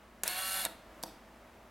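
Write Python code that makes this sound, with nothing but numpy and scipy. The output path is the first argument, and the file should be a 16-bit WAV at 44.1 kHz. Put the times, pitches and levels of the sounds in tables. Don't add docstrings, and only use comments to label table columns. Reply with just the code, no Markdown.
import sys
import numpy as np
from scipy import signal
from scipy.fft import rfft, irfft, next_fast_len
from scipy.io import wavfile
from scipy.ndimage import map_coordinates

SR = 44100
rng = np.random.default_rng(int(sys.argv[2]) if len(sys.argv) > 2 else 0)


def master_out(mix):
    frames = np.transpose(np.atleast_2d(mix))
    ceiling = np.clip(frames, -1, 1)
    pcm = np.round(ceiling * 32767).astype(np.int16)
    wavfile.write(sys.argv[1], SR, pcm)


N = 74970
T = np.arange(N) / SR

# f/Hz, relative level/dB
ROOM_TONE_EQ = [(25, -15.5), (33, -12), (41, -4.5), (56, -6), (72, -9.5), (105, -10), (145, -14.5),
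                (200, -9), (245, -4.5), (280, -13.5), (325, -6.5), (440, -13.5), (620, -7.5), (780, -11),
                (1200, -13), (2050, -18), (4000, -28), (8000, -34), (16000, -37)]
# t/s, level/dB
ROOM_TONE_FADER = [(0, -58), (.2, -58.5), (.8, -56.5), (.95, -55), (1.25, -57), (1.7, -57.5)]
# f/Hz, level/dB
HUM_LINES = [(54, -67.5), (205, -75), (242, -78), (608, -78), (657, -72.5)]
# f/Hz, t60/s
TAIL_DECAY = [(200, 0.82), (530, 0.334), (1400, 0.295), (3700, 0.488), (10000, 0.3256), (16000, 0.233)]
# f/Hz, gain/dB
TAIL_EQ = [(150, 0.5), (500, 5), (1300, 3), (3500, -2.5), (4600, -3.5), (5800, -3.5), (7500, -5.5),
           (9500, -4), (12000, 0), (13500, -5.5), (16000, 4)]
# f/Hz, side gain/dB
WIDTH_EQ = [(60, -37), (200, -32), (400, -20), (700, -16), (1300, -12.5), (2400, -10.5), (4400, -10.5),
            (8500, -7), (13000, -22)]
# f/Hz, side gain/dB
PAN_EQ = [(200, -32), (700, -32), (2500, -34.5), (9000, -13), (12500, -46)]
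# f/Hz, relative level/dB, t60/s
KNOCK_MODES = [(205.57, -28.5, 0.574), (316.5, -13, 0.0521), (524, -13, 0.0517), (693, -3, 0.0264),
               (776.3, -6, 0.0213), (895.6, -6.5, 0.051), (1467, -2, 0.0104), (1578, -3.5, 0.0117)]
# t/s, gain/dB, contact cut-off/Hz
DULL_KNOCKS = [(.2355, -48, 4000), (0.2568, -40, 2500), (0.6474, -38.5, 1200), (0.6607, -32.5, 1200),
               (1.0367, -27.5, 797), (1.06, -36, 520), (1.082, -42, 600)]
# t/s, crack gain/dB, crack t60/s, crack centre/Hz, upper edge/Hz,
# low ring/Hz, high ring/Hz, ring gain/dB, knock gain/dB, echo send/dB
PLASTIC_CLICKS = [(.2349, -16, 0.00459, 12800, 13200, 7370, 12180, -30.5, -34.5, 7),
                  (0.2401, -31.5, 0.0065, 9000, 13500, 5130, 12400, -49.5, -42.5, -5.5),
                  (0.2776, -21, 0.0094, 11740, 16300, 9940, 12580, -21, -48, 4),
                  (0.2789, -52.5, 0.011, 9000, 16000, 5547, 8567, -21.5, -41.5, -9.5),
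                  (.6506, -28.5, 0.0147, 10500, 16200, 3762, 8070, -27.5, -40.5, -3),
                  (0.6513, -16, 0.00478, 8900, 15400, 3728, 8021, -22, -40.5, -5.5),
                  (1.0278, -37.5, 0.0179, 7130, 16500, 4357, 7700, -37, -65.5, 5.5),
                  (1.0358, -27, 0.0065, 5650, 15200, 4710, 12250, -35, -67, 2)]
# t/s, speed/(turns per second)
SHAFT_SPEED = [(.236, 81.15), (.26, 155.8), (.28, 174), (.3, 181), (.33, 183.3), (.37, 185), (.4, 188.2),
               (.46, 189.4), (.55, 189.8), (.605, 190.3), (.632, 191), (.65, 166.3), (.668, 148.8)]
# t/s, rattle and whine gain/dB, hiss gain/dB
SERVO_FADERS = [(.236, 4.5, -8), (.25, -9, -11.5), (.26, -0.5, -9.5), (.29, 0, -2.5), (.355, -1, -3),
                (.385, 0.5, 2), (.41, -1.5, 0), (.47, -1.5, 2), (.6, 0, 3), (.63, -4, 1.5), (.655, -2, -3),
                (.672, 0, -18.5)]
# multiple of shaft speed, relative level when slow/dB, at full speed/dB
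WHINE_PARTIALS = [(2.9967, -64, -54.5), (3.9992, -48.5, -45.5), (5.947, -53, -50), (7.032, -60, -47.5),
                  (8, -52.5, -48), (9.324, -51, -53.5), (9.96, -67.5, -52.5), (12.02, -47.5, -56.5),
                  (14.868, -51, -44), (18.045, -58, -48), (22.11, -62, -51.5), (24.06, -48, -60),
                  (60.7, -54, -52), (63.23, -48.5, -56.5)]
# f/Hz, relative level/dB
RATTLE_EQ = [(150, -20.5), (260, -16), (430, -20.5), (700, -4), (860, -2.5), (1170, -12.5), (1480, -1),
             (2000, -6.5), (2780, -4), (3050, -9), (3400, -3.5), (4400, -10.5), (5200, -19.5), (7000, -18),
             (9000, -50)]
# f/Hz, relative level/dB
HISS_EQ = [(3000, -37), (5000, 2), (6200, -0.5), (7500, 5), (8500, 0.5), (10300, 8), (12200, 4), (12800, 0),
           (15500, 1.5), (16500, -15)]
# f/Hz, width/Hz, scrape gain/dB, gear pulse depth, shaft pulse depth, tick gain/dB
GEAR_MODES = [(4273, 340, -49.5, 0.18, 0.62, -63.5), (9190, 360, -52.5, .8, 0.34, -51),
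              (11450, 210, -48.5, 0.22, 0.31, -63.5), (11880, 180, -56, .2, 0.18, -65)]

TAIL_DB, TAIL_DELAY_S, EARLY_DB, EARLY_T60_S = -12, 0.02233, -8.5, 0.0391
SIDE_ECHO_DB, SIDE_TONE_DB = -1.5, -0.5
RING_T60_S, ATTACK_S, CRACK_OCTAVES, LOW_CUT_HZ = 0.00875, 0.000219, 0.678, 154
START_S, STOP_S, FADE_S, SPEED_JITTER = 0.2339, 0.674, 0.00543, 0.0016
FULL_SPEED_HZ, SPEED_RANGE_HZ, WHINE_DB, WHINE_WAVER_DB = 185.42, 5.5, -0.5, 1.67
RATTLE_DB, RATTLE_DEPTH, HISS_DB, HISS_DEPTH = -43, 0.44, -45.5, 0.2
GEAR_RATIO = 0.485
MESH_MULTIPLE, MESH_DB, MESH_DEPTH = 48.5, -51.5, 1.48
TICK_SCATTER_DB, TICK_JITTER_S = -0.5, 0.00017
TOP_HZ = 16550


def amp(db):
    return 10 ** (np.asarray(db) / 20)


def unit(x):
    return x / np.sqrt(np.mean(x ** 2) + 1e-20)


def along(points, hz):
    f, v = np.transpose(points)
    return np.interp(np.log(hz + 1), np.log(f + 1), v)


def curves(rows):
    times, *columns = np.transpose(rows)
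    return [np.interp(T, times, column) for column in columns]


def wobble(rate):
    return map_coordinates(rng.standard_normal(int(N * rate / SR) + 4), [T * rate])


def filtered(x, response):
    size = next_fast_len(N + SR // 2)
    return irfft(rfft(x, size) * response(np.fft.rfftfreq(size, 1 / SR)), size)[..., :N]


def eq(x, points):
    return filtered(x, lambda hz: amp(along(points, hz)))


def resonate(x, hz, width):
    return filtered(x, lambda f: 1j * f * width / (hz * hz - f * f + 1j * f * width))


def strike(at, t60):
    age = np.maximum(T - at, 0)
    return (1 - np.exp(-age / ATTACK_S)) * np.exp(-np.minimum(np.log(1000) * age / t60, 50))


def ring(at, hz, t60):
    return strike(at, t60) * np.sin(2 * np.pi * hz * (T - at))


def room_tone():
    hum = 0
    for hz, db in HUM_LINES:
        peak = np.sqrt(2) * amp(db + 1.23 * wobble(7.93))
        hum += peak * np.sin(2 * np.pi * hz * T + 0.795 * wobble(8.825))
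    level_db, = curves(ROOM_TONE_FADER)
    return amp(level_db) * unit(eq(rng.standard_normal(N), ROOM_TONE_EQ)) + hum


def room_echo(to_table, to_walls):
    hz, t, spectrum = signal.stft(rng.standard_normal(N), SR, nperseg=256)
    decay = np.exp(-np.log(1000) * t / along(TAIL_DECAY, hz)[:, None])
    tail = signal.istft(spectrum * decay, SR, nperseg=256)[1][:N]
    fade_in = np.clip(T / TAIL_DELAY_S - 0.5, 0, 1)
    tail = eq(unit(tail * fade_in), TAIL_EQ)
    early = unit(rng.standard_normal(N) * strike(0.0007, EARLY_T60_S))
    walls = amp(TAIL_DB) * signal.fftconvolve(to_walls, tail)
    table = amp(EARLY_DB) * signal.fftconvolve(to_table, early)
    return (walls + table)[:N] / np.sqrt(N)


def knock(at, db, cutoff_hz=np.inf):
    return sum(amp(db + level + rng.normal(0, 1)) / np.hypot(1, (hz / cutoff_hz) ** 2) * ring(at, hz, t60)
               for hz, level, t60 in KNOCK_MODES)


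def crack(at, t60, centre_hz, edge_hz):
    band = lambda f: 1 / np.hypot(1, np.log2((f + 1) / centre_hz) / CRACK_OCTAVES)
    noise = filtered(rng.standard_normal(N), lambda f: band(f) / np.hypot(1, (f / edge_hz) ** 20))
    return unit(noise) * strike(at, t60)


def impacts():
    direct = send = 0
    body = sum(knock(*row) for row in DULL_KNOCKS)
    for at, db, t60, centre_hz, edge_hz, low_hz, high_hz, ring_db, knock_db, send_db in PLASTIC_CLICKS:
        rings = ring(at, low_hz, RING_T60_S) + ring(at, high_hz, RING_T60_S)
        click = amp(db) * crack(at, t60, centre_hz, edge_hz) + amp(ring_db) * rings
        direct += click
        send += amp(send_db) * click
        body += knock(at, knock_db)
    low_cut = lambda f: f * f / (f * f - LOW_CUT_HZ ** 2 - 1j * np.sqrt(2) * f * LOW_CUT_HZ)
    return filtered(np.array([direct, send]) + body, low_cut)


def pulsing(turns, count=3):
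    return sum(np.cos(2 * np.pi * k * turns) / k for k in range(1, count + 1))


def scrape(swell):
    return rng.standard_normal(N) * np.exp(swell)


def ticks(turns):
    at = np.flatnonzero(np.diff(np.floor(turns)) > 0)
    late, size = rng.standard_normal((len(at), 2)).T
    at = np.clip(np.round(at + late * TICK_JITTER_S * SR), 0, N - 1).astype(int)
    return np.bincount(at, amp(TICK_SCATTER_DB * size), N)


def shaft_whine(speed, turns):
    full = np.clip((speed - FULL_SPEED_HZ) / SPEED_RANGE_HZ + 0.5, 0, 1)
    whine = 0
    for multiple, slow_db, fast_db in WHINE_PARTIALS:
        db = slow_db + (fast_db - slow_db) * full + WHINE_WAVER_DB * wobble(34.7)
        whine += amp(db) * np.sin(2 * np.pi * (multiple * turns + rng.random()))
    return amp(WHINE_DB) * whine


def tooth_hiss(turns, shaft_pulse):
    hiss = amp(HISS_DB) * unit(eq(scrape(HISS_DEPTH * shaft_pulse), HISS_EQ))
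    gear_pulse = pulsing(GEAR_RATIO * turns) / 2
    tick = ticks(GEAR_RATIO * turns)
    whistle = np.sin(2 * np.pi * MESH_MULTIPLE * turns + 0.72 * wobble(200))
    hiss += amp(MESH_DB) * unit(np.exp(MESH_DEPTH * gear_pulse) * whistle)
    for hz, width, scrape_db, gear_depth, shaft_depth, tick_db in GEAR_MODES:
        rub = scrape(gear_depth * gear_pulse + shaft_depth * shaft_pulse)
        hiss += amp(scrape_db) * unit(resonate(rub, hz, width))
        hiss += amp(tick_db) * unit(resonate(tick, hz, width))
    return hiss


def servo():
    speed, = curves(SHAFT_SPEED)
    turns = np.cumsum(speed * (1 + SPEED_JITTER * wobble(60))) / SR
    gate = np.clip((T - START_S) / FADE_S, 0, 1) * np.clip((STOP_S - T) / FADE_S, 0, 1)
    drive_gain, hiss_gain = amp(curves(SERVO_FADERS)) * gate
    whine = shaft_whine(speed, turns)
    shaft_pulse = (pulsing(turns) + pulsing(3 * turns, count=2)) / 2
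    rattle = amp(RATTLE_DB) * unit(eq(scrape(RATTLE_DEPTH * shaft_pulse), RATTLE_EQ))
    whirr = drive_gain * rattle + hiss_gain * tooth_hiss(turns, shaft_pulse)
    return whirr, drive_gain * whine


def scene():
    whirr, whine = servo()
    hits, hits_send = impacts()
    mechanism = whirr + hits
    direct = mechanism + whine
    send = whirr + hits_send + whine
    mid = direct + room_echo(mechanism, send) + room_tone()
    ambience = amp(SIDE_ECHO_DB) * room_echo(direct, send) + amp(SIDE_TONE_DB) * room_tone()
    side = eq(ambience, WIDTH_EQ) + eq(direct, PAN_EQ)
    return np.array([mid - side, mid + side])


def record(dry):
    return filtered(dry, lambda hz: hz < TOP_HZ)


dry = scene()
out = record(dry)
master_out(out)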